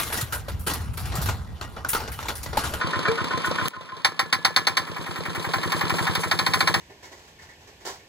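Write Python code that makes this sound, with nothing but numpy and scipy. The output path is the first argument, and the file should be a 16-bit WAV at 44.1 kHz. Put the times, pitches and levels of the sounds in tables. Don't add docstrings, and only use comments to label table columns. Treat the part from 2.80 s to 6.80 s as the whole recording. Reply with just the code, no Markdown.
import sys
import numpy as np
from scipy import signal
from scipy.fft import rfft, irfft, next_fast_len
from scipy.io import wavfile
from scipy.ndimage import map_coordinates

SR = 44100
rng = np.random.default_rng(int(sys.argv[2]) if len(sys.argv) > 2 else 0)


def store_pcm(level_fs):
    pcm = np.round(np.clip(level_fs, -1, 1) * 32767).astype(np.int16)
    wavfile.write(sys.argv[1], SR, np.atleast_2d(pcm).T)


N = 176400
T = np.arange(SR // 2) / SR

# (time [s], level [dB])
CRANK_STROKES = [(.01, -19), (0.131, -19.5), (.251, -17.5), (.378, -23.5), (.506, -21.5), (.643, -20),
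                 (0.781, -20), (.932, -23.5), (1.086, -29)]
# (time [s], thud level [dB], ping level [dB])
FIRINGS = [(1.246, -9.5, -15.5), (1.392, -10.5, -20.5), (1.526, -10, -17.5), (1.648, -8.5, -16),
           (1.762, -8, -15), (1.869, -10.5, -17), (1.969, -10.5, -18), (2.068, -25, -45),
           (2.162, -21.5, -45), (2.262, -21.5, -43), (2.357, -19.5, -39), (2.453, -19, -41),
           (2.548, -17, -40), (2.643, -17, -40), (2.735, -10.5, -27.5), (2.831, -17, -33.5),
           (2.919, -12.5, -26.5), (3.009, -13, -30.5), (3.096, -12.5, -29), (3.183, -15, -35),
           (3.268, -11.5, -32), (3.351, -14.5, -23), (3.433, -15, -33.5), (3.512, -10, -21.5),
           (3.589, -11.5, -20.5), (3.663, -10, -22), (3.735, -9, -20), (3.805, -9.5, -20),
           (3.873, -8.5, -20), (3.94, -9, -19)]
# (time [s], machinery level [dB], gas pulse level [dB])
LEVELS = [(0, 4.5, 1.5), (0.877, 5.5, -0.5), (1.2, -7, -15.5), (1.4, -8.5, -8.5), (2.05, -2.5, -5),
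          (2.6, 2, 0), (3.25, 6.5, 5), (3.45, 0, 0), (4, 1, 3.5)]
# (time [s], level [dB])
SIZZLE_LEVELS = [(.63, -67), (.66, -33.5), (.73, -67), (.89, -38.5), (.95, -72), (2.1, -55.5), (3, -41.5),
                 (4, -44)]
# (time [s], level [dB])
CLICKS = [(.883, -13), (2.921, -22), (3.353, -20)]
# (frequency [Hz], level [dB], t60 [s])
GEAR_MODES = [(1041, -3, 0.2), (1472, 1, 0.13), (1822, -2, 0.061)]
# (frequency [Hz], level [dB], t60 [s])
EXHAUST_MODES = [(98, -7.5, 0.083), (172, -2, 0.028), (338.3, -7.5, 0.034)]
# (frequency [Hz], level [dB], t60 [s])
INTAKE_MODES = [(168, .5, 0.16), (343, 5.5, 0.033), (450, -5.5, 0.059)]
# (frequency [Hz], level [dB], t60 [s])
LOOSE_MODES = [(1670, 4, 0.052), (2320, 5, 0.05)]
# (frequency [Hz], level [dB], t60 [s])
BLOCK_MODES = [(790, 7, 0.135), (1040, 2, 0.16), (1331, -5.5, 0.19), (1472, -.5, 0.07), (1719, -14.5, 0.65),
               (1868, 0, 0.1)]
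# (frequency [Hz], level [dB], t60 [s])
HEAD_MODES = [(2090, 1, 0.05), (2200, -5, 0.047), (3683, -2, 0.05), (4290, 1.5, 0.06), (4553, -2.5, 0.06)]
# (frequency [Hz], density [dB per Hz])
WHIRR_SPECTRUM = [(25, -17), (90, 16), (280, 13), (650, 0), (1040, 14), (1500, -2), (2600, 4), (4400, -4),
                  (6500, -14.5), (10000, -16), (15500, -37)]
TICK_SPECTRUM = [(200, 12), (600, 1), (1200, 1), (2500, -15), (4000, -2.5), (6000, -15.5), (15000, -34)]
CHUFF_SPECTRUM = [(200, 4), (700, -0.5), (1050, -5.5), (1270, 13.5), (1480, 1), (1850, 3), (2100, -1),
                  (5000, -10), (15000, -62)]
PING_SPECTRUM = [(600, -18), (1500, -22), (2200, -1), (3100, -8.5), (4400, -2.5), (5300, -9.5),
                 (7500, -21.5), (10000, -16.5), (15500, -59.5)]
HISS_SPECTRUM = [(4000, 7), (10000, 10), (14000, -2.5)]
THUD_SPECTRUM = [(100, -2), (560, -13), (740, -4.5), (1100, 2), (1500, -5.5), (2150, -1.5), (2800, -12.5),
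                 (6000, -26.5)]
# (frequency [Hz], amplitude share [1])
FAR_LEAK = [(100, 0.47), (420, 0.67), (800, 0.15), (1300, 0.012), (2100, 0.045), (4000, 0.0031)]

SLAP_SHARE, EXHAUST_SHARE, MID_SHARE, INLET_SHUT_SHARE = .21, 0.2008, .5, .815
PIPE_DELAY_S = 0.00787
SLOW_DB_PER_OCTAVE = 3.5
REPEAT_SHARE = 0.26
MODE_DETUNE = .003
RATTLE_PER_S, RATTLE_T60_S, RATTLE_DB = 110, 0.011, -34
CLANG_S, CLANG_HZ, CLANG_SLIDE_HZ = .282, 457, 120
CLANG_SETTLE_S, CLANG_T60_S = .006, .25
CLANG_DB, NOTE_DB = -21.5, -13
CLICK_T60_S = .005
DIP_DB, DIP_S = 14.5, 0.32
BED_T60_S, BED_DB, BED_LOW_HZ = 0.015, -12, 486
WIDEN_SHARE, WIDEN_S = .97, 16 / 44100
LOW_CUT_HZ, TOP_HZ = 54, 15700


def amp(db):
    return 10 ** (np.asarray(db) / 20)


def unit(x):
    return x / np.sqrt(np.mean(x ** 2) + 1e-20)


def along(points, hz):
    f, v = np.transpose(points)
    return np.interp(np.log(hz + 1), np.log(f + 1), v)


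def filtered(x, response):
    n = x.shape[-1]
    m = next_fast_len(n + SR // 2)
    spectrum = rfft(x, m) * response(np.fft.rfftfreq(m, 1 / SR))
    return irfft(spectrum, m)[..., :n]


def high_pass(hz, corner_hz):
    s = 1j * hz / corner_hz
    return s * s / (1 + np.sqrt(2) * s + s * s)


def noise(spectrum, shape):
    white = rng.standard_normal(shape)
    return unit(filtered(white, lambda hz: amp(along(spectrum, hz))))


def fade(t60_s):
    return np.exp(-np.log(1000) * T / t60_s)


def rise(attack_s):
    return 1 - np.exp(-T / attack_s)


def bursts(spectrum, count, attack_s, t60_s, tail_db, tail_t60_s):
    z = noise(spectrum, (count + 1, len(T)))
    mixed = np.sqrt(REPEAT_SHARE) * z[0] + np.sqrt(1 - REPEAT_SHARE) * z[1:]
    decay = fade(t60_s) + amp(tail_db) * fade(tail_t60_s)
    return mixed * rise(attack_s) * decay


def rings(modes, count, attack_s, scatter_db, detune):
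    out = 0
    for k, (hz, db, t60_s) in enumerate(modes):
        size, shift = rng.standard_normal((2, count, 1))
        level = (-1) ** k * amp(db + scatter_db * size)
        tone = np.sin(2 * np.pi * hz * (1 + detune * shift) * T)
        out = out + level * tone * fade(t60_s)
    return out * rise(attack_s) ** 2


def play(times_s, levels_db, sounds):
    out = np.zeros(N + 2 * SR)
    for s, db, sound in zip(times_s, levels_db, sounds):
        out[max(0, round(s * SR)):][:len(T)] += amp(db) * sound
    return out[:N]


def levels(s):
    at, metal, gas_db = np.transpose(LEVELS)
    return np.interp(s, at, metal), np.interp(s, at, gas_db)


def in_cycle(share):
    tops = np.array([row[0] for row in list(CRANK_STROKES) + list(FIRINGS)])
    lengths = np.diff(tops)
    return tops + share * np.append(lengths, lengths[-1])


def slow_boost_db():
    lengths = in_cycle(1) - in_cycle(0)
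    return SLOW_DB_PER_OCTAVE * np.log2(lengths / lengths.mean())


def whirr():
    t = np.arange(N) / SR
    flutter_db = 2.8 * map_coordinates(rng.standard_normal(N // 100), [t * 130])
    return amp(levels(t)[0] - 38.5 + flutter_db) * noise(WHIRR_SPECTRUM, N)


def rattle():
    hits = (rng.random(N) < RATTLE_PER_S / SR) * rng.standard_normal(N)
    tick = noise(TICK_SPECTRUM, len(T)) * fade(RATTLE_T60_S)
    level = amp(levels(np.arange(N) / SR)[0] + RATTLE_DB)
    return level * signal.fftconvolve(hits, tick)[:N]


def cranking():
    s, db = np.transpose(CRANK_STROKES)
    chuff = bursts(CHUFF_SPECTRUM, len(s), attack_s=0.0074, t60_s=0.076, tail_db=-16, tail_t60_s=0.76)
    ring = rings(GEAR_MODES, len(s), attack_s=0.0015, scatter_db=1.5, detune=MODE_DETUNE)
    rebound = rings(GEAR_MODES[:1], len(s), attack_s=0.0013, scatter_db=6, detune=MODE_DETUNE)
    stroke = amp(1.5) * chuff + amp(-2.5) * ring
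    return play(s, db, stroke) + play(in_cycle(SLAP_SHARE), db, amp(-3) * rebound)


def slaps():
    s = in_cycle(SLAP_SHARE)
    slap = bursts(CHUFF_SPECTRUM, len(s), attack_s=0.00095, t60_s=0.017, tail_db=-21, tail_t60_s=0.076)
    return play(s, levels(s)[0] + slow_boost_db(), amp(-25) * slap)


def gas():
    out, inward = in_cycle(EXHAUST_SHARE) + PIPE_DELAY_S, in_cycle(MID_SHARE)
    puff = rings(EXHAUST_MODES, len(out), attack_s=0.0034, scatter_db=-1.0, detune=0.0082)
    gulp = rings(INTAKE_MODES, len(inward), attack_s=0.0057, scatter_db=-0.5, detune=MODE_DETUNE)
    puffs = play(out, levels(out)[1] + slow_boost_db(), -amp(-6.0) * puff)
    return puffs + play(inward, levels(inward)[1], amp(-19.5) * gulp)


def valves():
    shut, inlet = in_cycle(MID_SHARE), in_cycle(INLET_SHUT_SHARE)
    clack = bursts(TICK_SPECTRUM, len(shut), attack_s=0.0005, t60_s=0.031, tail_db=-15.0, tail_t60_s=0.43)
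    tick = bursts(PING_SPECTRUM, len(inlet), attack_s=0.0025, t60_s=0.021, tail_db=-36, tail_t60_s=0.11)
    clacks = play(shut, levels(shut)[0] + slow_boost_db(), amp(-23.5) * clack)
    return clacks + play(inlet, levels(inlet)[0], amp(-25.5) * tick)


def clang():
    pitch_hz = CLANG_HZ - CLANG_SLIDE_HZ * np.exp(-T / CLANG_SETTLE_S)
    tone = np.sin(2 * np.pi * np.cumsum(pitch_hz) / SR)
    note = tone * rise(CLANG_SETTLE_S) * fade(CLANG_T60_S)
    clink = rings(LOOSE_MODES, 1, attack_s=0.0013, scatter_db=-1, detune=0)[0]
    scrape = amp(3.5) * noise(TICK_SPECTRUM, len(T)) * fade(0.076)
    return play([CLANG_S, CLANG_S], [NOTE_DB, CLANG_DB], [note, clink + scrape])


def sizzle():
    t = np.arange(N) / SR
    flicker_db = 4 * map_coordinates(rng.standard_normal(N // 100), [t * 60])
    level_db = np.interp(t, *np.transpose(SIZZLE_LEVELS))
    return amp(level_db + flicker_db) * noise(HISS_SPECTRUM, N)


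def clicks():
    s, db = np.transpose(CLICKS)
    return play(s, db, rng.standard_normal((len(s), len(T))) * fade(CLICK_T60_S))


def dip():
    since_s = np.arange(N) / SR - CLICKS[0][0]
    return amp(-DIP_DB * np.interp(since_s, [0, CLICK_T60_S, DIP_S], [0, 1, 0]))


def knocks():
    s, thud_db, ping_db = np.transpose(FIRINGS)
    crack = noise(THUD_SPECTRUM, (len(s), len(T))) * rise(0.0024) ** 2 * fade(0.011)
    thud = bursts(THUD_SPECTRUM, len(s), attack_s=0.0031, t60_s=.08, tail_db=-13, tail_t60_s=0.21)
    block = rings(BLOCK_MODES, len(s), attack_s=0.0028, scatter_db=1, detune=MODE_DETUNE)
    ping = bursts(PING_SPECTRUM, len(s), attack_s=0.0011, t60_s=.058, tail_db=-8, tail_t60_s=0.16)
    head = rings(HEAD_MODES, len(s), attack_s=0.00018, scatter_db=-1.5, detune=MODE_DETUNE)
    body = amp(2) * crack + amp(-5.5) * thud + amp(-14.5) * block
    return play(s, thud_db, body) + play(s, ping_db, amp(1.5) * ping + amp(-2.5) * head)


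def bed(x):
    tail = rng.standard_normal((2, len(T))) * fade(BED_T60_S)
    tail = tail / np.linalg.norm(tail[0])
    answer = signal.fftconvolve(x[None], tail, axes=1)[:, :N]
    return filtered(answer, lambda hz: high_pass(hz, BED_LOW_HZ))


def scene():
    engine = cranking() + knocks() + slaps() + valves() + gas()
    engine = engine + whirr() + rattle() + clang() + clicks() + sizzle()
    stray = filtered(whirr(), lambda hz: high_pass(hz, BED_LOW_HZ / 2))
    far = filtered(engine, lambda hz: along(FAR_LEAK, hz)) + amp(-2) * stray
    return dip() * (np.array([engine, far]) + amp(BED_DB) * bed(engine))


def record(dry):
    crossed = filtered(dry[::-1], lambda hz: np.exp(-2j * np.pi * hz * WIDEN_S))
    wide = dry - WIDEN_SHARE * crossed
    return filtered(wide, lambda hz: high_pass(hz, LOW_CUT_HZ) * (hz < TOP_HZ))


dry = scene()
out = record(dry)
store_pcm(out)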